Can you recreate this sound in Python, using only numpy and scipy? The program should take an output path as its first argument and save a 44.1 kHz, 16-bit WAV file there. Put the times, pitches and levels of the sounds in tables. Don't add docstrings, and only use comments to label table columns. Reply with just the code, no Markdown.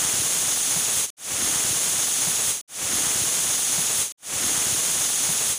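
import sys
import numpy as np
from scipy import signal
from scipy.fft import rfft, irfft, next_fast_len
from scipy.io import wavfile
from scipy.ndimage import map_coordinates

SR = 44100
rng = np.random.default_rng(int(sys.argv[2]) if len(sys.argv) > 2 else 0)


def materialize(psi):
    bounded = np.clip(np.atleast_2d(psi).T, -1, 1)
    quanta = np.round(bounded * 32767).astype(np.int16)
    wavfile.write(sys.argv[1], SR, quanta)


N = 246078


def amp(db):
    return 10 ** (np.asarray(db) / 20)


def unit(x):
    return x / np.sqrt(np.mean(x ** 2) + 1e-20)


def curves(rows):
    times, *columns = np.transpose(rows)
    return [np.interp(np.arange(N) / SR, times, column) for column in columns]


def wobble(rate):
    knots = rng.standard_normal(int(N * rate / SR) + 4)
    return map_coordinates(knots, [np.arange(N) * rate / SR])


def filtered(x, response):
    size = next_fast_len(N + SR // 2)
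    gain = response(np.fft.rfftfreq(size, 1 / SR))
    return irfft(rfft(x, size) * gain, size)[..., :N]


def coloured(x, spectrum):
    freqs, levels = np.transpose(spectrum)
    return unit(filtered(x, lambda hz: amp(np.interp(np.log(hz + 1), np.log(freqs), levels))))


def tiles(x, wet_db=-7, t60=0.13):
    t = np.arange(SR // 5) / SR
    tail = rng.standard_normal(len(t)) * amp(-60 * t / t60) * (t > .002)
    echo = signal.fftconvolve(x, tail / np.linalg.norm(tail))[:N]
    return (x + amp(wet_db) * echo) / np.hypot(1, amp(wet_db))


# (frequency [Hz], relative level [dB])
RUSH_COLOUR = [(18, -43), (30, -28), (109, -2), (211, -3.5), (538, -3.5), (583, -3.5), (786, -4),
               (1850, -4.5), (3500, -6.5), (4550, -22), (7700, -120)]


def wet_rush(level_db, droplet_rate=900, droplet_db=-3, churn_db=1.4):
    droplets = (rng.random(N) < droplet_rate / SR) * rng.standard_normal(N)
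    drive = rng.standard_normal(N) + amp(droplet_db) * unit(droplets)
    churning_level = amp(level_db + churn_db * wobble(60))
    return churning_level * coloured(drive, RUSH_COLOUR)


# (time [s], strength [dB], pop pitch [Hz], pop decay by 60 dB [cycles])
WATER_SPURTS = [(1.311, -20.5, 132, 6.1), (1.336, -23.5, 123, 5), (1.422, -15.5, 270, 5),
                (1.445, -14, 193, 2.7), (1.495, -21, 280, 5), (1.558, -14, 158, 2.5),
                (1.647, -18, 200, 3.7), (1.705, -16, 121, 3), (1.727, -21, 283, 6.2), (1.983, -25, 122, 4),
                (2.034, -20.5, 270, 3.9), (2.271, -21, 160, 8), (2.441, -18.5, 204, 2.5),
                (2.473, -20, 113, 2.6)]


def spurts(thud_hz=85, thud_db=-12, thud_t60=0.051, spit_db=-14, spit_t60=0.018, low_cut_hz=66):
    out = np.zeros(N + SR)
    t = np.arange(SR // 5) / SR
    for start, strength_db, hz, cycles in WATER_SPURTS:
        pop_shape = amp(-60 * t * hz / cycles) * (1 - np.exp(-2 * t * hz))
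        pop = np.sin(2 * np.pi * hz * t) * pop_shape
        thud_shape = amp(thud_db - 60 * t / thud_t60) * (1 - np.exp(-2 * t * thud_hz))
        thud = np.sin(2 * np.pi * thud_hz * t) * thud_shape
        spit = rng.standard_normal(len(t)) * amp(spit_db - 60 * t / spit_t60)
        out[round(start * SR):][:len(t)] += amp(strength_db) * (spit - pop - thud)
    low_cut = signal.butter(4, low_cut_hz, "high", fs=SR, output="sos")
    return signal.sosfilt(low_cut, out[:N])


# (frequency [Hz], relative level [dB])
SINGING_LINES = [(6535, -42), (6681, -44), (7219, -49.5), (7483, -48), (7795, -46.5), (7951, -47),
                 (8258, -49.5), (8570, -55.5), (8775, -48.5), (9162, -51), (9324, -40.5), (9857, -41)]


def singing(level_db, width_hz=24):
    def lines(f):
        power = sum(amp(2 * db) / (1 + (2 * (f - hz) / width_hz) ** 4) for hz, db in SINGING_LINES)
        return np.sqrt(power)
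    return amp(level_db) * unit(filtered(rng.standard_normal(N), lines))


# (centre [Hz], width [Hz], relative level [dB])
VALVE_RESONANCES = [(3500, 300, -9.5), (6520, 960, -2), (7540, 26, -3), (8250, 320, -19), (8950, 140, -2.5),
                    (9440, 96, 0), (10140, 170, -7), (14600, 160, -8)]


def whistle(level_db, flutter_db=1.0):
    voice = np.zeros(N)
    for centre, width, db in VALVE_RESONANCES:
        band = lambda f: 1 / (1 + (2 * (f - centre) / width) ** 2)
        fluttering_level = amp(db + flutter_db * wobble(49))
        voice += fluttering_level * filtered(rng.standard_normal(N), band)
    return amp(level_db) * unit(voice)


# (frequency [Hz], relative level [dB])
JET_COLOUR = [(1470, -25), (2500, -15.5), (3320, -9.5), (4530, -11.5), (4970, -11.5), (5530, -9),
              (6540, -2.5), (7860, -7), (9080, -5), (10200, -4.5), (12300, -18.5), (13400, -25.5),
              (13900, -33), (14600, -8.5), (15500, -18)]


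def jet(level_db, flutter_db=0.42, air_db=-18):
    hiss = coloured(rng.standard_normal(N), JET_COLOUR)
    air = amp(air_db) * rng.standard_normal(N)
    return amp(level_db + flutter_db * wobble(45)) * (hiss + air)


PERIOD = 1.5093
FAINT_S, SWELL_EASE = 0.047, 1.28
# (starts [s], faint start level [dB], starts to fade [s], nearly silent [s], stops [s])
BLAST_LEVELS = [(-.342, -16, 1.043, 1.068, 1.103), (1.167, -16, 2.5, 2.6, 2.613),
                (2.676, -16, 4.022, 4.09, 4.122), (4.174, -29, 5.5, 5.6, 5.63)]


def repeated(sound, swell_s, last_db):
    t, out = np.arange(N) / SR, np.zeros(N)
    for k, (starts, faint_db, fades, nearly_silent, stops) in enumerate(BLAST_LEVELS):
        faint = amp(faint_db) * np.clip((t - starts) / FAINT_S, 0, 1)
        swell = 1 - np.clip(1 - (t - starts - FAINT_S) / swell_s, 0, 1) ** SWELL_EASE
        rise = faint + (1 - faint) * swell
        fade = np.interp(t, [fades, nearly_silent], [1, amp(last_db)]) * (t < stops)
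        out += rise * fade * np.roll(sound, round((k - 1) * PERIOD * SR))
    return out


STEAM_DB, STEAM_DB_PER_S = -23.75, .45
# (time [s], relative level [dB])
RUSH_WETNESS = [(1.4, -36), (1.954, -38.5), (2.0, -36.5), (2.08, -40.5), (2.204, -40), (2.224, -35),
                (2.37, -39.5), (2.5, -38)]


def scene():
    blast_s = np.clip(np.arange(N) / SR - BLAST_LEVELS[1][0], 0, PERIOD)
    steam_db = STEAM_DB + STEAM_DB_PER_S * blast_s
    rush_db, = curves(RUSH_WETNESS)
    hiss = tiles(jet(steam_db - 0.5) + whistle(steam_db - 8.5), wet_db=-9, t60=0.079)
    steam = hiss + singing(steam_db - 10.5)
    water = wet_rush(rush_db + 2.5, churn_db=1.37) + spurts()
    steam_blasts = repeated(steam, swell_s=0.23, last_db=-12.0)
    water_blasts = repeated(water, swell_s=0.18, last_db=-19.0)
    return np.tile(steam_blasts + water_blasts, (2, 1))


TOP_HZ = 15560


def record(dry):
    return filtered(dry, lambda hz: np.clip((TOP_HZ - hz) / 150, 0, 1))


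dry = scene()
out = record(dry)
materialize(out)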